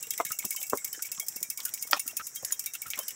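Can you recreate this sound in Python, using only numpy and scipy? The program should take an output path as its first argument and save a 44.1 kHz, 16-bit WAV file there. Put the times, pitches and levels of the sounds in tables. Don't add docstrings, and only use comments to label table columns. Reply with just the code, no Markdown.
import sys
import numpy as np
from scipy import signal
from scipy.io import wavfile

SR = 44100
rng = np.random.default_rng(int(sys.argv[2]) if len(sys.argv) > 2 else 0)


def boost(x):
    u = np.asarray(x, float) / 20
    return 10 ** u


def to_wav(sig):
    pcm = np.clip(np.atleast_2d(sig), -1, 1) * 32767
    pcm = np.round(pcm).astype(np.int16)
    wavfile.write(sys.argv[1], SR, pcm.T)


N = 138915
GRAIN = 4096


def rms_one(x):
    return x / np.sqrt(np.mean(x ** 2) + 1e-20)


def butter(x, order, hz, kind):
    return signal.sosfilt(signal.butter(order, hz, kind, fs=SR, output="sos"), x)


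def drift(rate):
    r = np.exp(-80 * np.pi * rate / SR)
    slow = signal.lfilter([1], [1, -2 * r, r * r], rng.standard_normal(N // 40 + 2002))[2000:]
    return np.interp(np.arange(N) / 40, np.arange(len(slow)), rms_one(slow))


def pole(x, tau_s):
    return signal.lfilter([1], [1, -np.exp(-1 / (max(tau_s, 2e-5) * SR))], x + 1e-18)


def burst(s, db, rise_s, fall_s):
    clicks = np.zeros(N)
    np.add.at(clicks, (np.asarray(s) * SR).astype(int), boost(db))
    return np.abs(pole(clicks, fall_s) - pole(clicks, min(rise_s, 0.5 * fall_s)))


def crunch(noise, rise_s, fall_s):
    t = np.arange(len(noise)) / SR
    return noise * (np.exp(-t / fall_s) - np.exp(-t / min(rise_s, 0.5 * fall_s)))


def place(out, s, db, sound):
    start = int(s * SR)
    out[start:start + GRAIN] += boost(db) * sound / np.abs(sound).max()


def peak(x, hz, width_hz):
    r = np.exp(-np.pi * width_hz / SR)
    top = np.array([1, 0, -1]) * (1 - r * r) / 2
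    return signal.lfilter(top, [1, -2 * r * np.cos(2 * np.pi * hz / SR), r * r], x)


def ring(x, hz, t60):
    r, w = boost(-60 / (t60 * SR)), 2 * np.pi * hz / SR
    return signal.lfilter([0, np.sin(w)], [1, -2 * r * np.cos(w), r * r], x + 1e-18)


def coloured(spectrum, patchy_db):
    hz, db = np.transpose(spectrum)
    white, shared = rng.standard_normal((2, N + 8192)), drift(12)
    edges = np.geomspace(hz[0], hz[-1], int(4 * np.log2(hz[-1] / hz[0])) + 2)
    out = 0
    for k, (low, high) in enumerate(zip(edges, edges[1:])):
        band = butter(white[k % 2], 3, [low, high], "band")[8192:]
        level_db = np.interp(np.log(low * high) / 2, np.log(hz), db)
        out = out + band * boost(level_db + patchy_db * (1.1 * shared + drift(9.0)))
    return rms_one(out)


def struck(modes, t60, s, db, rise_s, fall_s):
    scatter_db = 4.5 * rng.standard_normal((len(s), len(modes)))
    chatter = rng.standard_normal(N) * boost(3.8 * drift(150)) / np.sqrt(fall_s * SR / 2)
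    out = np.zeros(N)
    for k, (hz, level_db) in enumerate(modes):
        blows = burst(s, db + level_db + scatter_db[:, k], rise_s, fall_s)
        out += ring(chatter * blows, hz, t60)
    return out


# f/Hz, level/dB [per Hz]
AIR = [(22, -32), (60, -14), (110, -5), (300, -8.5), (800, -11), (2000, -6.5), (3200, -20.5), (4300, -16)]
# f/Hz, level/dB [per Hz]
CHORUS = [(4400, -54), (5100, 1), (7000, 6), (8500, -3.5), (10500, -5), (16000, -18)]


def air():
    return boost(-62) * coloured(AIR, patchy_db=1.7) + boost(-49.5) * coloured(CHORUS, patchy_db=2.8)


# t/s, level/dB
INSECTS = [
    (0, -49),
    (1.1, -50.5),
    (1.5, -61),
    (2.3, -64),
    (3.15, -56),
]


def insects():
    high_hz, low_hz, width_hz = 7660, 5690, 240
    s, db = np.transpose(INSECTS)
    high, low = (rms_one(peak(peak(rng.standard_normal(N), hz, width_hz), hz, width_hz))
                 for hz in (high_hz, low_hz))
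    high_db = np.interp(np.arange(N) / SR, s, db) + 2.5 * drift(34)
    return high * boost(high_db) + low * boost(-58.5 + 3 * drift(30))


# t/s, peak level/dB, rim level/dB [relative], rim f/Hz
TICKS = [(0.026, -17, -22, 2773), (0.1054, -13, -26, 3250), (0.1766, -17, -20.5, 1980),
         (0.2495, -15, -20, 2210), (0.3177, -14.5, -22.5, 2770), (0.3882, -13.5, -28.5, 2540),
         (0.4504, -15.5, -26.5, 2690), (0.506, -16, -23, 2240), (0.562, -16, -21, 3060),
         (0.6275, -16.5, -21.5, 2270), (0.6971, -16.5, -24.5, 2687), (0.7722, -16.5, -23.5, 2146),
         (0.845, -15.5, -22, 2193), (0.928, -17.5, -22.5, 3070), (1.022, -15, -27, 2243),
         (1.1165, -16.5, -25.5, 2660), (1.197, -15, -25.5, 3270), (1.2834, -14.5, -38.5, 2650),
         (1.3603, -16.5, -30, 2660), (1.4278, -14.5, -24.5, 2335), (1.5, -13.5, -30, 2625),
         (1.574, -16.5, -22, 2240), (1.6511, -11.5, -36, 2920), (1.7379, -13.5, -31, 2310),
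              (1.8242, -14.5, -25, 2180), (1.91, -13.5, -28.5, 3480), (1.9941, -13, -29.5, 2760),
              (2.0772, -14.5, -23.5, 2740), (2.168, -13.5, -27, 2560), (2.268, -16.5, -29, 2240),
              (2.3585, -18.5, -20, 3200), (2.4474, -16, -42, 2180), (2.5222, -16, -25.5, 3220),
              (2.594, -15, -29.5, 2330), (2.6599, -13.5, -21, 2296), (2.7359, -18.5, -23, 2870),
              (2.8176, -17, -22, 2300), (2.9021, -15.5, -23.5, 2294), (2.989, -15.5, -22, 3090),
              (3.081, -16, -23.5, 2960)]
# t/s, peak level/dB
DRAGS = [(0.134, -47), (0.298, -27.5), (0.423, -47), (0.53, -31), (0.601, -23.5), (0.664, -24.5),
         (0.748, -25.5), (.875, -34), (.950, -53), (1.051, -25), (1.228, -36), (1.264, -29), (1.402, -31),
         (1.599, -41), (1.63, -26), (1.81, -28), (1.867, -26), (1.963, -27.5), (2.062, -24), (2.190, -56),
         (2.347, -26.5), (2.424, -30), (2.508, -24), (2.637, -47), (2.75, -55), (2.863, -28), (2.880, -37),
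         (3.105, -47)]
# t/s, peak level/dB
REBOUNDS = [(.007, -31.5), (0.069, -26), (.136, -22.5), (0.2, -24), (.210, -26), (0.265, -23.5),
            (0.289, -34), (0.446, -25), (0.525, -26), (0.614, -23), (.720, -38), (.739, -31),
            (0.878, -33.5), (.947, -30), (.969, -54), (1.067, -32), (1.146, -29), (1.323, -33),
            (1.513, -40), (1.601, -24), (1.681, -27), (1.691, -28.5), (1.774, -27.5), (1.874, -34),
            (1.931, -31), (1.973, -27), (2.109, -31), (2.189, -37), (2.544, -33), (2.639, -26),
            (2.75, -19.5), (2.865, -30), (2.881, -33), (2.956, -27), (2.976, -24), (3.031, -30),
            (3.106, -23.5)]
# f/Hz, level/dB
HUB = [(5150, 0), (5600, 2), (6300, -3), (6950, 8), (7400, -3), (9550, 9), (11200, 6), (13400, -3),
       (13990, 4), (14700, -3)]
# f/Hz, level/dB
RIM = [(2230, 6.5), (2680, 1.5), (3200, -5.5), (3750, 0.5)]
# f/Hz, level/dB [per Hz]
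CRACK = [(1500, -46), (3500, -12), (4500, -66), (5050, -0.5), (7000, 4), (10500, -1), (14200, 5),
         (16000, 5.5)]


def freewheel():
    snap_rise_s, snap_fall_s, drag_rise_s, drag_fall_s = 0.00029, 0.0043, 0.0019, 0.012
    rim_rise_s, rim_fall_s, rebound_fall_s = 0.0023, 0.013, 0.0046
    crack_db, hub_db, hub_t60_s, spoke_width_hz = -10.5, -29, 0.03, 45
    s, db, rim_db, rim_hz = np.transpose(TICKS)
    drag_s, drag_db = np.transpose(DRAGS)
    again_s, again_db = np.transpose(REBOUNDS)

    shape = burst(s, db + crack_db, snap_rise_s, snap_fall_s)
    shape += burst(s, db - 25, snap_rise_s, 0.027)
    shape += burst(drag_s, drag_db + crack_db, drag_rise_s, drag_fall_s)
    shape += burst(again_s, again_db + crack_db, snap_rise_s, rebound_fall_s)
    crack = shape * boost(1.5 * drift(200)) * coloured(CRACK, patchy_db=0.7)

    hub = struck(HUB, hub_t60_s, s, db + hub_db, snap_rise_s, snap_fall_s)
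    hub += struck(HUB, hub_t60_s, drag_s, drag_db + hub_db, drag_rise_s, drag_fall_s)
    rim = struck(RIM, 0.061, s, db + rim_db - 10.5, rim_rise_s, rim_fall_s)

    spokes = np.zeros(N + GRAIN)
    for start, level_db, hz, noise in zip(s, db + rim_db - 5, rim_hz, rng.standard_normal((len(s), GRAIN))):
        shake = peak(crunch(noise, rim_rise_s, rim_fall_s), hz, spoke_width_hz)
        place(spokes, start, level_db, peak(shake, hz, 3 * spoke_width_hz))

    grain = rms_one(butter(rng.standard_normal(N), 3, [1760, 3800], "band"))
    shakes = burst(s, db + rim_db - 13, rim_rise_s, 0.011)
    shakes += burst(again_s, again_db - 22.5, snap_rise_s, 2 * rebound_fall_s)
    body = grain * boost(2.4 * drift(100)) * shakes
    return butter(crack + hub + rim + spokes[:N] + body, 3, 1500, "high")


# t/s, peak level/dB, contact brightness f/Hz, bounce delay t/s, bounce level/dB
KNOCKS = [
    (.201, -14, 2400, 0.0051, -0.5),
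    (0.7328, -10.5, 1730, 0.0055, -10.5),
    (1.932, -1.5, 5900, 0.001767, -16),
]
KNOCK_LOWS_HZ = (326, 260, 600)
# f/Hz, level/dB, t60/s
SHOE = [(300, -17, 0.035), (520, -42, 0.13), (730, 11.5, 0.021), (1000, 12.5, 0.019), (1166, 12.5, 0.033),
        (2095, 4.5, 0.034)]
TYRE = [(440, -38, 0.017), (530, 10.5, 0.015), (794, -4, 0.02), (1055, 10.5, 0.015), (1190, -32, 0.057),
        (2000, -39, 0.013)]
ROCK = [(310, -9.5, 0.063), (600, -18.5, 0.075), (1100, -22, 0.0053), (1384, 1.5, 0.0097),
        (1830, -2, 0.013), (2430, -6, 0.0081), (3250, 2.5, 0.0036), (4610, 4, 0.0035), (5600, -12, 0.0023)]


def knocks():
    rattle_s, lead_s = 0.0013, 0.0098
    per_contact = np.sqrt(rattle_s * SR)
    out = np.zeros(N)
    for (s, db, top_hz, bounce_s, bounce_db), body, low_hz in zip(KNOCKS, (SHOE, TYRE, ROCK), KNOCK_LOWS_HZ):
        rub = burst([s], [-14.5], 0.00054, rattle_s) + burst([s - lead_s], [-17.5], 0.0019, lead_s)
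        force = rng.standard_normal(N) / per_contact * rub
        dull = pole(rng.standard_normal(N), 0.000077) / per_contact
        force += dull * burst([s], [-19.5], 0.0039, 0.01)
        force[int(s * SR)] -= 1
        force[int((s + bounce_s) * SR)] += boost(bounce_db)
        sound = sum(boost(level_db) * ring(force, hz, t60) for hz, level_db, t60 in body)
        thump = boost(-40) * pole(sound, 0.0028) / 20
        sound = butter(sound, 3, [low_hz, top_hz], "band") + thump
        out += boost(db) * sound / np.abs(sound).max()
    return out


# t/s, peak level/dB, f/Hz
THUDS = [(.2, -55, 151), (0.254, -50.5, 161), (0.304, -49, 129), (0.446, -46.5, 149), (0.731, -42.5, 113),
         (1.181, -51.5, 170), (1.301, -57, 141), (1.358, -52, 181), (1.412, -50.5, 179), (1.487, -56, 225),
         (2.059, -48.5, 260), (2.195, -55, 200), (2.43, -47.5, 119), (2.975, -50.5, 205), (2.864, -53, 91),
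         (2.884, -54, 93), (2.211, -60, 80.5), (1.849, -56.5, 260)]
# t/s, peak level/dB, f/Hz
PEBBLES = [
    (1.178, -36, 3220),
    (1.604, -20, 5070),
    (2.212, -46, 2500),
    (2.9351, -18.5, 2780),
]


def ground():
    out, t = np.zeros(N + GRAIN), np.arange(GRAIN) / SR
    for s, db, hz in THUDS:
        push = crunch(np.sin(2 * np.pi * hz * t), 0.00067, 0.0048)
        place(out, s, db, peak(push, hz, 4.5 * hz))
    for s, db, hz in PEBBLES:
        snap = ring(1 * (t == 0), hz, 4.5 / hz)
        place(out, s, db, peak(peak(snap, hz, hz), hz, hz))
    return out[:N]


# t/s, peak level/dB, f/Hz, fall t/s
STONES = [(0.302, -34, 1290, 0.011), (.446, -40.5, 247, 0.0059), (0.545, -44, 1030, 0.0032),
          (0.974, -48.5, 300, 0.0041), (0.99, -37, 1450, 0.0071), (1.174, -45, 1100, 0.011),
          (1.362, -44, 300, 0.0027), (1.411, -49.5, 330, 0.0064), (1.587, -44, 1100, 0.032),
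          (1.652, -41.5, 1460, 0.017), (1.849, -50.5, 487, 0.0022), (1.965, -33.5, 790, 0.0027),
          (2.195, -31.5, 1284, 0.0076), (2.208, -34, 1280, 0.004), (2.427, -39.5, 495, 0.0047),
          (2.506, -34.5, 1740, 0.0024), (2.856, -38, 1300, 0.017), (2.936, -35, 2180, 0.014),
          (3.02, -49, 1640, 0.064), (0.439, -39.5, 1023, 0.0037), (1.947, -38.5, 3580, 0.027),
          (2.97, -40, 1050, 0.023), (2.986, -38, 528, 0.007), (.25, -42, 1680, 0.016),
          (.422, -37, 2180, 0.0068), (.585, -54.5, 734, 0.039), (.816, -51, 1400, 0.0065),
          (.94, -42, 1640, 0.017), (1.045, -39.5, 2220, 0.013), (1.085, -46, 2400, 0.0055),
          (1.22, -52, 660, 0.018), (1.603, -42, 3200, 0.0096), (1.774, -53, 2300, 0.0029),
          (1.948, -38, 1100, 0.013), (2.053, -49.5, 1300, 0.032), (2.45, -44.5, 1730, 0.081),
          (2.75, -38, 2800, 0.005), (2.52, -41, 1090, 0.0037), (1.965, -36, 2530, 0.0081),
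          (1.933, -27, 5230, 0.01), (2.744, -46, 1420, 0.0089), (.61, -52.5, 530, .01)]


def stones():
    out = np.zeros(N + GRAIN)
    for (s, db, hz, fall_s), noise in zip(STONES, rng.standard_normal((len(STONES), GRAIN))):
        rub = crunch(noise, 0.0026, fall_s)
        narrow = peak(peak(rub, hz, max(hz / 11.6, 120)), hz, hz + 220)
        broad = butter(rub, 2, [max(90, hz / 5), 2.2 * hz], "band")
        start = int(s * SR)
        sound = narrow / np.abs(narrow).max() + boost(-6.5) * broad / np.abs(broad).max()
        out[start:start + GRAIN] += boost(db) * sound
    born = rng.random(N) < 37 * boost(5.0 * drift(3)) / SR
    ticks = born * boost(6.6 * np.minimum(rng.exponential(1, N), 4))
    dealt = rng.integers(0, 12, N)
    pitches = np.geomspace(450, 3500, 12)
    grit = sum(ring(ticks * (dealt == k), hz, 17.0 / hz) for k, hz in enumerate(pitches))
    return out[:N] + boost(-72) * grit


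def scene():
    return (air() + insects() + freewheel() + knocks() + ground() + stones())[None, :]


def top_cut(x):
    return signal.sosfilt(signal.butter(12, 16640, fs=SR, output="sos"), x)


def record(dry):
    cutoff_hz = 15700
    dry = butter(dry, 2, 55, "high")
    dry = signal.sosfilt(signal.cheby2(12, 50, cutoff_hz + 950, fs=SR, output="sos"), dry)
    cut = signal.sosfilt(signal.ellip(8, 0.3, 60, cutoff_hz, fs=SR, output="sos"), dry)
    return top_cut(cut + boost(-37.5) * (dry - cut))


dry = scene()
out = record(dry)
to_wav(out)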